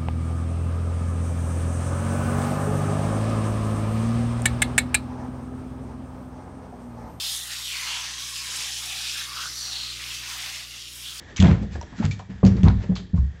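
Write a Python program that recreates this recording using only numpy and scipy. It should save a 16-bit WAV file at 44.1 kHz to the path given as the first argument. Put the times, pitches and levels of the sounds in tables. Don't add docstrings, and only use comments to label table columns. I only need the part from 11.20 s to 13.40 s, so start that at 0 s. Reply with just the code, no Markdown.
import sys
import numpy as np
from scipy import signal
from scipy.fft import rfft, irfft
from scipy.io import wavfile
from scipy.ndimage import uniform_filter1d

SR = 44100
rng = np.random.default_rng(int(sys.argv[2]) if len(sys.argv) > 2 else 0)


def wrap_up_sound(samples):
    columns = np.atleast_2d(samples).T
    tamed = np.clip(columns, -1, 1)
    steps = np.round(tamed * 32767).astype(np.int16)
    wavfile.write(sys.argv[1], SR, steps)


N = 97020


def undb(db):
    return 10 ** (np.asarray(db) / 20)


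def unit(x):
    return x / np.sqrt(np.mean(x ** 2))


def fade(t, t60):
    return np.exp(-np.log(1000) * t / max(t60, 1e-3))


def add(out, start_s, x):
    i = max(int(start_s * SR), 0)
    out[i:i + len(x)] += x[:len(out) - i]


def colour(x, points, tilt_db=0):
    hz = np.fft.rfftfreq(len(x), 1 / SR) + 1
    point_hz, point_db = np.array(points).T
    db = np.interp(np.log2(hz), np.log2(point_hz), point_db)
    db += tilt_db * np.log2(np.maximum(hz, point_hz[0]))
    low_cut = np.minimum(hz / point_hz[0], 1) ** 2
    return unit(irfft(rfft(x) * undb(db) * low_cut, len(x)))


def resonate(x, hz, width_hz):
    return signal.lfilter(*signal.iirpeak(hz, hz / width_hz, fs=SR), x)


def ring(t, hz, t60, push_s):
    attack = np.sin(np.pi / 2 * np.minimum(t / push_s, 1)) ** 2
    return np.sin(2 * np.pi * hz * t) * fade(t, t60) * attack


# (frequency [Hz], relative level [dB])
ROOM_TONE_EQ = [(18, -28), (30, -3), (87, 3), (139, -6), (345, -8), (550, -46), (618, -30), (798, -25.5),
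                (1300, -44.5), (1840, -49.5), (2550, -54), (3540, -35), (7800, -54), (10100, -98),
                (17200, -120)]
HISS_EQ = [(400, 5.5), (1000, -3), (1500, -1), (1690, 6), (1870, 7.5), (2030, -1.5), (2800, -8),
           (3400, -3.5), (4000, -10), (7800, -15.5)]
# (time [s], level [dB])
ROOM_TONE_RIDE = [(0, -48), (.15, -47), (.7, -47.5), (1.06, -78), (1.878, -46.5), (2.2, -75)]
HISS_RIDE = [(0, -49), (.075, -49.5), (.105, -45.5), (.15, -51.5), (.4, -54.5), (.75, -51), (1.06, -59),
             (1.18, -53), (1.7, -53), (1.87, -61.5), (2.2, -55)]


def room_tone():
    out, t = np.zeros(N), np.arange(N) / SR
    for eq, ride in ((ROOM_TONE_EQ, ROOM_TONE_RIDE), (HISS_EQ, HISS_RIDE)):
        level_db = np.interp(t, *np.array(ride).T)
        out += undb(level_db) * colour(rng.standard_normal(N), eq)
    return out


# (time [s], click level [dB], rattle level [dB], rattle t60 [s],
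# ring pitch [Hz], relative ring level [dB])
LACE_HITS = [(0.1624, -46.5, -31.5, .14, 6170, -27), (0.169, -27, -37, 0.069, 6130, -1),
             (0.177, -38, -32, .14, 2220, 9), (0.2006, -26, -26, 0.11, 3270, -1),
             (0.2027, -27.5, -28, .06, 2960, -7), (0.225, -14, -41, .06, 3180, 6),
             (0.245, -30, -45, .08, 3240, 4.5), (0.27, -31.5, -38, .09, 3130, 15),
             (0.6126, -33, -48.5, 0.07, 5600, 2.5), (0.627, -41.5, -51, .06, 3120, -5.5),
             (0.853, -27.5, -42.5, 0.053, 4200, -23), (0.862, -29.5, -52.5, 0.052, 2900, -9),
             (0.910, -50.5, -36.5, .15, 4440, -14), (0.991, -51, -47, 0.14, 3730, -19),
             (1.2505, -27, -37.5, 0.14, 4700, -5), (1.264, -45.5, -32.5, 0.1, 5530, -6.5),
             (1.3677, -42.5, -56, 0.083, 4580, -4), (1.4326, -30.5, -43, 0.22, 7000, -34),
             (1.4837, -26.5, -45.5, 0.083, 3670, 15), (1.754, -45, -38, 0.18, 4470, -1),
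             (1.766, -43, -38.5, 0.17, 3360, 17)]
# (frequency [Hz], relative level [dB])
TICK_EQ = [(500, -21), (1200, -4.5), (2300, 1), (3500, 3), (5000, -4.5), (6800, -0.5), (7800, -8.5)]


def lace_ticks(click_t60_s=0.0082, ring_width_hz=510):
    out, t = np.zeros(N), np.arange(SR // 4) / SR
    for start_s, click_db, rattle_db, rattle_t60, hz, ring_db in LACE_HITS:
        noise = rng.standard_normal(len(t))
        ping = undb(ring_db) * unit(resonate(noise, hz, ring_width_hz))
        bright = unit(colour(noise, TICK_EQ) + ping)
        envelope = undb(click_db) * fade(t, click_t60_s) + undb(rattle_db) * fade(t, rattle_t60)
        add(out, start_s, bright * envelope)
    return out


# (time [s], tread pitch [Hz], tread level [dB], tread t60 [s],
# boom pitch [Hz], boom level [dB], staircase level [dB])
LANDINGS = [(0.193, 183.6, -8, 0.18, 87.5, -6.5, -27), (0.225, 197.5, -3.5, 0.16, 77.2, -9, -34),
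            (0.246, 165.5, 0.5, 0.12, 73, -24.5, -18.5), (0.281, 172.6, -4.5, 0.13, 95, -38, -18.5),
            (0.306, 172.6, -1.5, 0.098, 90, -13, -26), (0.412, 206.4, -21, 0.24, 62, -44, -33.5),
            (0.543, 159, -31, 0.064, 75.7, -21, -39), (0.72, 227.4, -33.5, 0.093, 99, -55, -44),
            (0.78, 200, -24.5, 0.076, 99, -48, -43), (0.797, 214.7, -9, 0.08, 107.8, -40.5, -36),
            (0.841, 146.7, -8.5, .16, 98.8, -11.5, -29), (0.9, 119.5, -12, 0.059, 88.6, -29, -48),
            (1.088, 189, -31, 0.22, 99, -31, -37.5), (1.145, 202, -43, 0.21, 68, -33, -49),
            (1.230, 192.3, -8.5, 0.59, 92.8, -8.5, -13), (1.290, 181.5, -16.5, .35, 85.5, -16.5, -30),
            (1.343, 197, -19.5, 0.19, 96.8, -25, -24), (1.432, 158.5, 0, .15, 91.7, -2.5, -23),
            (1.453, 179, -20.5, 0.3, 58.8, -8.5, -18.5), (1.486, 160.4, -12.5, .15, 101.8, -19, -33.5),
            (1.520, 193.8, -30, 0.27, 71.7, -23.5, -36), (1.562, 172, -35, 0.14, 57.3, -15, -42),
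            (1.690, 181.6, -9, 0.16, 57.4, -28.5, -29), (1.933, 168.8, -9.5, 0.18, 86.4, -11, -32.5),
            (1.983, 122.2, -18, 0.23, 70.5, -8.5, -41), (2.030, 143.8, -27.5, 0.25, 70.45, -14, -47.5)]
# (pitch [Hz], relative level [dB], t60 [s])
STAIRCASE_MODES = [(59.38, -6.5, 0.91), (70.2, -12, 0.87), (85.15, -9.5, 0.71), (101.9, -2, .5),
                   (116.54, 3.5, 0.34), (143.6, -6.5, 0.68), (188.55, -2, .55), (211, -9, 0.58),
                   (244.6, -2, 0.36), (269.3, -8, 0.28), (323.2, -10, 0.18), (359.3, -8, .16),
                   (453, -16, .28), (518, -25, 0.073)]


def stair_thuds(tread_push_s=0.0073, boom_push_s=0.0053, boom_t60_s=0.24):
    out, t = np.zeros(N), np.arange(SR) / SR
    staircase = sum((-1) ** k * undb(db) * ring(t, hz, t60, tread_push_s)
                    for k, (hz, db, t60) in enumerate(STAIRCASE_MODES))
    for start_s, tread_hz, tread_db, tread_t60, boom_hz, boom_db, staircase_db in LANDINGS:
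        tread = undb(tread_db) * ring(t, tread_hz, tread_t60, tread_push_s)
        boom = undb(boom_db) * ring(t, boom_hz, boom_t60_s, boom_push_s)
        add(out, start_s, tread + boom + undb(staircase_db) * staircase)
    return out


# (peak time [s], level [dB], attack [s], t60 [s], tilt [dB/octave])
CARPET_SCUFFS = [(0.255, -23.5, 0.054, 0.34, 0.5), (0.315, -29.5, 0.036, 0.13, 0),
                 (0.429, -44, 0.023, 0.16, 9), (0.541, -39.5, .04, 0.22, 8.5),
                 (0.785, -40.5, 0.038, 0.6, 8.5), (0.850, -33.5, 0.036, 0.1, 3.5),
                 (1.105, -47.5, 0.013, 0.26, 3.5), (1.265, -37.5, .02, 0.32, 2),
                 (1.375, -44, 0.017, 0.47, 2.5), (1.445, -36.5, .015, 0.13, 3), (1.490, -31, 0.029, .13, 0),
                 (1.640, -45.5, 0.081, 0.16, 4.5), (1.776, -46, .018, 0.12, 2.5),
                 (1.800, -45.5, .02, 0.088, -2), (1.963, -46.5, 0.013, 0.5, 10.5)]
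# (frequency [Hz], relative level [dB])
CARPET_EQ = [(150, -20.5), (350, 9.5), (900, 5), (1300, 0), (2000, -2), (3200, -12), (5000, -18.5),
             (7800, -29)]


def carpet_scuffs(grains_per_s=2600, spread_db=0.5):
    out, t = np.zeros(N), np.arange(SR // 2) / SR
    for peak_s, db, attack_s, t60, tilt_db in CARPET_SCUFFS:
        catches = rng.random(len(t)) < grains_per_s / SR
        polarity = rng.choice([-1, 1], len(t))
        grain_db = spread_db * np.minimum(rng.exponential(size=len(t)), 4)
        texture = colour(catches * polarity * undb(grain_db), CARPET_EQ, tilt_db)
        swell = np.minimum(t / attack_s, 1) * fade(np.maximum(t - attack_s, 0), t60)
        add(out, peak_s - attack_s, undb(db) * swell * texture)
    return out


# (time [s], level into the broad filter [dB], pitch [Hz], bandwidth [Hz], t60 [s])
SOLE_HITS = [(0.243, -27.5, 953, 500, 0.025), (0.260, -23.5, 740, 400, 0.033),
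             (0.263, -20.5, 340, 130, 0.099), (0.425, -32, 430, 200, .1), (0.556, -30.5, 496.6, 465, 0.051),
             (0.576, -34, 440, 254, .06), (0.613, -35.5, 950, 243, 0.029), (0.629, -36, 633.5, 397, 0.062),
             (0.726, -46, 870, 494, 0.24), (0.786, -39, 1400, 423, 0.19), (0.803, -28.5, 333, 130, 0.13),
             (0.8265, -30, 900, 400, .04), (0.838, -32, 890, 450, 0.042), (0.994, -36.5, 750, 404, 0.13),
             (1.234, -25, 555, 350, 0.15), (1.248, -27.5, 418, 252, 0.27), (1.433, -23.5, 368, 130, 0.13),
             (1.453, -30.5, 960, 300, 0.07), (1.464, -26, 845, 298, 0.1), (1.478, -28.5, 946, 298, 0.081),
             (1.499, -34.5, 1200, 500, 0.071), (1.635, -35, 417, 200, 0.12), (1.694, -36.5, 399, 111, 0.27),
             (1.715, -36.5, 450, 250, 0.11), (1.762, -33, 984, 603, 0.035), (1.939, -43, 626, 398, 0.25),
             (1.976, -39.5, 1050, 300, 0.051)]


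def sole_slaps(broad_width_per_pitch=1.27):
    out, t = np.zeros(N), np.arange(SR // 3) / SR
    for start_s, db, hz, width_hz, t60 in SOLE_HITS:
        band = unit(resonate(rng.standard_normal(len(t)), hz, width_hz))
        burst = undb(db) * band * fade(t, t60)
        add(out, start_s, resonate(burst, hz, broad_width_per_pitch * hz))
    return out


# (time [s], level [dB], pitch [Hz], t60 [s])
HEEL_HITS = [(1.2306, -9, 437, 0.025), (1.232, -18.5, 1025, 0.015), (1.235, -19, 344, 0.038),
             (1.238, -29.5, 530.5, .14), (0.244, -17.5, 1005, .02), (0.259, -23.5, 332, 0.075),
             (0.5535, -33.5, 830, 0.0093), (0.613, -30, 954, 0.045), (0.8265, -30.5, 828, 0.034),
             (0.995, -40, 670, 0.069), (1.974, -42, 1080, 0.034)]


def heel_knocks(push_s=0.0012):
    out, t = np.zeros(N), np.arange(SR // 4) / SR
    for start_s, db, hz, t60 in HEEL_HITS:
        add(out, start_s, undb(db) * ring(t, hz, t60, push_s))
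    return out


# (time [s], level [dB], pitch [Hz], t60 [s])
RUBBER_SLIPS = [(0.551, -36, 1690, 0.092), (0.911, -28.5, 2346, 0.074), (1.474, -26, 974, 0.13)]


def rubber_squeaks(attack_s=0.0022, waver_share=0.026):
    out, t = np.zeros(N), np.arange(SR // 4) / SR
    for start_s, db, hz, t60 in RUBBER_SLIPS:
        waver = unit(uniform_filter1d(rng.standard_normal(len(t)), size=100))
        phase = 2 * np.pi * np.cumsum(hz * (1 + waver_share * waver)) / SR
        envelope = np.minimum(t / attack_s, 1) * fade(t, t60)
        add(out, start_s, undb(db) * np.sin(phase) * envelope)
    return out


# (centre [Hz], level [dB], t60 [s])
REVERB_BANDS = [(70, -11, 0.48), (177, -12.5, 0.52), (437, -9, 0.65), (1210, -12, 0.28), (3020, -11.5, .5),
                (7040, -9.5, .45)]


def stairwell_echo(shoes, build_s=0.005):
    t = np.arange(SR) / SR
    octave = np.log2(np.fft.rfftfreq(SR, 1 / SR) + 1)
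    centres = np.log2([row[0] for row in REVERB_BANDS])
    spectrum, impulse_response = rfft(rng.standard_normal(SR)), np.zeros(SR)
    for solo, (_, db, t60) in zip(np.eye(len(REVERB_BANDS)), REVERB_BANDS):
        band = irfft(spectrum * np.interp(octave, centres, solo), SR)
        tail = fade(t, t60) * np.minimum(t / build_s, 1)
        impulse_response += undb(db) * band * tail / np.sqrt(np.sum(tail ** 2))
    return signal.fftconvolve(shoes, impulse_response)[:N]


def scene():
    shoes = stair_thuds() + heel_knocks() + sole_slaps() + rubber_squeaks()
    shoes += carpet_scuffs() + lace_ticks()
    return (shoes + stairwell_echo(shoes) + room_tone())[None]


def record(dry, low_cut_hz=21, high_cut_hz=7750):
    low_cut = signal.butter(2, low_cut_hz, "high", fs=SR, output="sos")
    high_cut = signal.ellip(10, .2, 70, high_cut_hz, fs=SR, output="sos")
    rounded = np.tanh(signal.sosfilt(low_cut, dry))
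    return signal.sosfilt(high_cut, rounded)


dry = scene()
out = record(dry)
wrap_up_sound(out)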